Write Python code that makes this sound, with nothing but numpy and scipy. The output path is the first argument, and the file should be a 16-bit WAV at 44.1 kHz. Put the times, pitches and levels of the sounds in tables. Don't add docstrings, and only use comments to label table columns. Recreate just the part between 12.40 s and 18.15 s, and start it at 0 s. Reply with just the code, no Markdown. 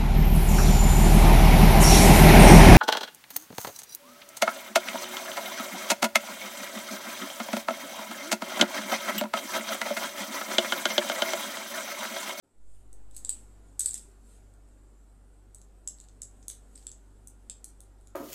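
import sys
import numpy as np
from scipy import signal
from scipy.io import wavfile
from scipy.ndimage import uniform_filter1d

SR = 44100
rng = np.random.default_rng(int(sys.argv[2]) if len(sys.argv) > 2 else 0)


def wav_record(signal):
    frames = np.transpose(np.atleast_2d(signal))
    bounded = np.clip(frames, -1, 1)
    quanta = np.round(bounded * 32767).astype(np.int16)
    wavfile.write(sys.argv[1], SR, quanta)


def gain_from_decibels(decibels):
    exponent = np.asarray(decibels, float) / 20
    return 10 ** exponent


N = 253575

# (time [s], level [dB])
GAIN = [
    (0, -7),
    (.13, -8),
    (.48, -1),
    (.88, 2),
    (1.5, 1),
    (2.95, -1.5),
    (4.3, 1),
    (4.8, 0),
    (5.75, -.5),
]


def evened(x):
    return x / np.sqrt(np.mean(x ** 2) + 1e-20)


def read(points, hz):
    f, value = np.transpose(points)
    return np.interp(np.log(hz + 1), np.log(f + 1), value)


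def follow(rows):
    return np.interp(np.arange(N) / SR, *np.transpose(rows))


def add(mix, s, sound):
    part = mix[round(s * SR):][:len(sound)]
    part += sound[:len(part)]


def noise(spectrum, patchy_db, size):
    frames, hz = N // 512 + 5, np.fft.rfftfreq(2048, 1 / SR)
    real, imaginary, patches = rng.standard_normal((frames, 1025, 3)).T
    patches = uniform_filter1d(patches, size=size, axis=0)
    patches = evened(uniform_filter1d(patches, size=8, axis=1))
    level = gain_from_decibels(read(spectrum, hz)[:, None] + patchy_db * patches)
    z = (real + 1j * imaginary) * level
    return evened(signal.istft(z, nperseg=2048, noverlap=1536)[1][:N])


def room_air():
    # (frequency [Hz], density [dB per Hz])
    air_spectrum = [(15, 7.5), (30, -2), (50, 1), (75, 2), (150, -5.5), (220, 2), (300, -1.5), (420, -3),
                    (600, -7), (750, -8), (1120, -14), (1420, -14.5), (2300, -23.5), (14500, -33)]
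    return gain_from_decibels(-64 + follow(GAIN)) * noise(air_spectrum, patchy_db=2.0, size=3)


def veil_hiss():
    # (frequency [Hz], density [dB per Hz])
    hiss_spectrum = [(1180, -34), (2000, -12.5), (2830, -12), (3070, -13), (3420, -14.5), (5710, -13),
                     (7810, 3), (13300, -19), (14400, -27)]
    # (loudest time [s], half length [s], level [dB])
    sweeps = [
        (0.345, 0.077, -69.5),
        (0.774, 0.028, -59),
        (0.918, 0.093, -61),
        (1.247, .15, -78),
        (1.573, 0.096, -61.5),
        (1.923, 0.059, -63),
        (2.05, 0.05, -75),
        (4.02, .1, -74),
        (4.433, .08, -64.5),
    ]
    t = np.arange(N) / SR
    power = gain_from_decibels(2 * (-75 + 0.89 * follow(GAIN)))
    for s, half_s, db in sweeps:
        power = power + gain_from_decibels(2 * db) * np.exp(-((t - s) / half_s) ** 2)
    return np.sqrt(power) * noise(hiss_spectrum, patchy_db=2.5, size=30)


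def motor_hum():
    # (frequency [Hz], level [dB], time in step with it [s])
    neighbours = [(98.245, -73.5, 3.058), (100.07, -77.4, 3.101)]
    shaft_hz = 48.552
    t = np.arange(N) / SR
    turn = 2 * np.pi * t
    rise = 1 - np.exp(-np.maximum(t - 0.11, 0) / .07)
    motor = gain_from_decibels(-54) * np.cos(shaft_hz * turn) * rise
    motor = motor + gain_from_decibels(-68.4) * np.cos(2 * shaft_hz * turn)
    for hz, db, s in neighbours:
        motor = motor + gain_from_decibels(db) * np.cos(hz * turn - 2 * np.pi * (hz - 2 * shaft_hz) * s)
    return np.sqrt(2) * motor * gain_from_decibels(0.63 * follow(GAIN))


def fan_tones():
    # (frequency [Hz], level [dB])
    lines = [(20.1, -75), (23.7, -77), (59.3, -75.5), (82.5, -81), (119.5, -86.5), (143, -82.5),
             (175.6, -83.5), (196, -85), (300, -79), (1405, -88.5), (387.4, -79.5), (240, -81.5),
             (281, -80.5)]
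    turn = 2 * np.pi * np.arange(N) / SR
    tones = sum(gain_from_decibels(db) * np.sin(hz * turn + 2 * np.pi * rng.random()) for hz, db in lines)
    return np.sqrt(2) * tones * gain_from_decibels(follow(GAIN) + 0.9)


def settle():
    start_s, takes_s, bend = 0.13, 0.39, 1.48
    since = np.maximum(np.arange(N) / SR - start_s, 0) / takes_s
    return gain_from_decibels(-40) * np.sin(2 * np.pi * (1 - np.exp(-since ** bend)))


def rings(t, hz, spread, t60, db):
    place, phase = rng.random((2, 7, 1)) - .5
    pitch = hz + spread * (np.linspace(-1, 1, 7)[:, None] + .3 * place)
    group = gain_from_decibels(-60 * t / t60) * np.sin(2 * np.pi * (pitch * t + .6 * phase)).sum(0)
    group = group * np.sin(np.pi / 2 * np.minimum(t / .0006, 1)) ** 2
    return gain_from_decibels(db) * group / np.sqrt(np.mean(group[:130] ** 2))


def contact(main_hz, low_db, middle_db, high_db, groups):
    # (spread [Hz], decay t60 [s], level [dB])
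    main_ring = (280, .014, 0)
    t = np.arange(1200) / SR
    sound = rings(t, main_hz, *main_ring)
    sound = sound + rings(t, 2060, 700, 0.0064, -13 + low_db)
    for group, group_db in zip(groups, (low_db, middle_db, high_db, high_db)):
        sound = sound + gain_from_decibels(group_db) * rings(t, *group)
    return sound


def clack(blow_db, *colour):
    rebound_db, stack_db = -11, -1.32
    sound = np.zeros(1500)
    add(sound, 0, contact(*colour))
    for k in (1, 2):
        add(sound, k * rng.uniform(0.0011, 0.002), gain_from_decibels(k * rebound_db) * contact(*colour))
    return gain_from_decibels(blow_db + stack_db) * sound


def shop():
    # (delay [s], level [dB])
    echoes = [
        (.0085, -11),
        (0.0155, -19.5),
        (.025, -23),
        (0.033, -21),
    ]
    # (frequency [Hz], decay t60 [s])
    decay = [(1500, 0.43), (4000, 0.26), (8000, 0.23), (14000, 0.19)]
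    size = SR // 2
    starts = np.arange(0, size - 20, 20)
    at = starts + rng.integers(0, 20, len(starts))
    taps = np.zeros(size)
    taps[at] = rng.choice([-1., 1.], len(at)) * gain_from_decibels(4.0 * rng.standard_normal(len(at)))
    hz, t, z = signal.stft(taps, SR, nperseg=128)
    fading = gain_from_decibels(-60 * t / read(decay, hz)[:, None])
    tail = signal.istft(z * fading, SR, nperseg=128)[1][:size]
    tail *= np.clip((np.arange(size) / SR - .003) / 0.00597, 0, 1)
    path = gain_from_decibels(-5) * tail / np.linalg.norm(tail)
    path[0] = 1
    for s, db in echoes:
        path[round(s * rng.uniform(.95, 1.05) * SR)] += gain_from_decibels(db + 1.2 * rng.standard_normal())
    return path


def bangles():
    # (time [s], blow [dB])
    touches = [(0.183, -75), (0.711, -56.5), (0.7474, -52), (0.769, -42), (1.715, -68), (2.138, -62),
               (2.278, -70), (2.288, -68.5), (3.184, -60), (3.459, -73), (3.577, -61), (3.612, -55),
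               (4.031, -66), (4.354, -53.5), (5.586, -71), (5.611, -65)]
    # (time [s], blow [dB])
    rattle = [(1.4018, -35), (1.432, -40), (1.448, -40), (1.474, -38), (1.533, -40), (1.556, -39),
              (1.579, -40.5)]
    # (main ring [Hz], low, middle and high ring groups [dB])
    touch_colour = (8051, -10.5, -9, -7.5)
    # (time [s], blow [dB], low, middle and high ring groups against the blow [dB])
    wide_stack = [(0.779, -45, -23, 1, -14), (0.8486, -29, -17, -21, -17), (0.9065, -40, -25, -5, -23),
                  (1.4138, -31, -16, -7, -17), (1.5094, -31.5, -22, -26, -27.5), (1.542, -29, -23, -4, -9),
                  (3.2157, -56.5, -9, 2.5, -3), (3.4751, -31, -15.5, -1, -9), (3.601, -48, -10.5, 0.5, -10),
                  (3.8184, -34.5, -15.5, -3.5, -8), (3.832, -40, -27, -4.5, -14),
                  (4.0277, -61.5, -2.5, 7, -17), (4.1203, -50, -10, -8, -19),
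                  (4.4684, -32.5, -15.5, -18, -15), (4.516, -42, -17, 0, -16),
                  (5.098, -32.5, -11.5, -12, -13.5), (5.672, -57, -7.5, 4, -1.5)]
    # (time [s], blow [dB], low, middle, high [dB])
    narrow_stack = [(0.765, -40, -15.5, -5, -1), (0.893, -21, -19, -17, -15.5),
                    (0.9172, -43, -34.5, -31, -29), (1.394, -24, -27.5, -2.5, -6.5),
                    (1.3966, -22, -23, -23, -10), (1.407, -24.5, -17.5, -3.5, -9),
                    (1.4593, -18.5, -20.5, -17, -13), (1.4915, -35, -15.5, -6.5, -8.5),
                    (1.5442, -32, -15.5, -26, -13), (3.5857, -58, -3, -15, -16), (3.6398, -60, -5, -3, -10),
                    (3.686, -58.5, -4.5, 4, -17), (4.1121, -47, -8, -5, 1), (4.3571, -44, -15.5, -12, -27),
                    (4.3768, -50, -6, -6, -9), (4.4268, -70.5, 8, -5, -10)]
    # (time [s], blow [dB], low, middle, high [dB])
    thin_stack = [
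        (0.5293, -52, -18, -5.5, -2.5),
        (3.1469, -44.5, -21.5, -5.5, -4.5),
        (4.0818, -35.5, -14, 0.5, 2.5),
        (4.1, -37, -9.5, -2.5, -14),
        (4.873, -45, -24.5, -5.5, 0.5),
        (5.2433, -38.5, -17, -7, -0.5),
        (5.405, -51, -12, -4, 2.5),
    ]
    # (centre [Hz], spread [Hz], decay t60 [s], level [dB])
    wide_rings = [(4450, 900, .005, -.5), (6900, 400, .008, -2), (10100, 450, .009, -2),
                  (12500, 900, .004, -14)]
    # (centre [Hz], spread [Hz], decay t60 [s], level [dB])
    narrow_rings = [(4450, 900, .005, -.5), (6900, 400, .008, -2), (10100, 450, .009, -2),
                    (12300, 1000, .005, -7.5)]
    # (centre [Hz], spread [Hz], decay t60 [s], level [dB])
    thin_rings = [(3900, 500, .007, -.5), (6350, 280, .01, -2), (9850, 400, .009, -2),
                  (13300, 500, .005, -10.5)]

    blows = [(s, db, *touch_colour, narrow_rings) for s, db in [*touches, *rattle]]
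    stacks = [(wide_stack, 7755, wide_rings), (narrow_stack, 8123, narrow_rings), (thin_stack, 8130, thin_rings)]
    for stack, main_hz, groups in stacks:
        for s, db, *groups_db in stack:
            blows.append((s, db, main_hz, *groups_db, groups))
    mix = np.zeros(N)
    for s, *blow in blows:
        add(mix, s, signal.fftconvolve(clack(*blow), shop()))
    return mix


def scene():
    return (room_air() + veil_hiss() + motor_hum() + fan_tones() + bangles())[None]


def top_cut(x):
    return signal.sosfilt(signal.butter(12, 14550, fs=SR, output="sos"), x)


def record(dry):
    t = np.arange(N) / SR
    bass = signal.sosfiltfilt(signal.butter(4, 130, fs=SR, output="sos"), dry)
    held_back = np.clip(1 - (t - 0.11) / 0.081, 0, .7)
    opening = np.clip((t - 0.023) / 0.019, 0, 1)
    opened = (dry - bass * held_back) * opening
    low_pass = signal.firwin(191, 13950, window=("kaiser", 7), fs=SR)
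    limited = signal.oaconvolve(opened, low_pass[None], "same")
    mix = limited + uniform_filter1d(settle(), size=1200)
    return top_cut(mix)


dry = scene()
out = record(dry)
wav_record(out)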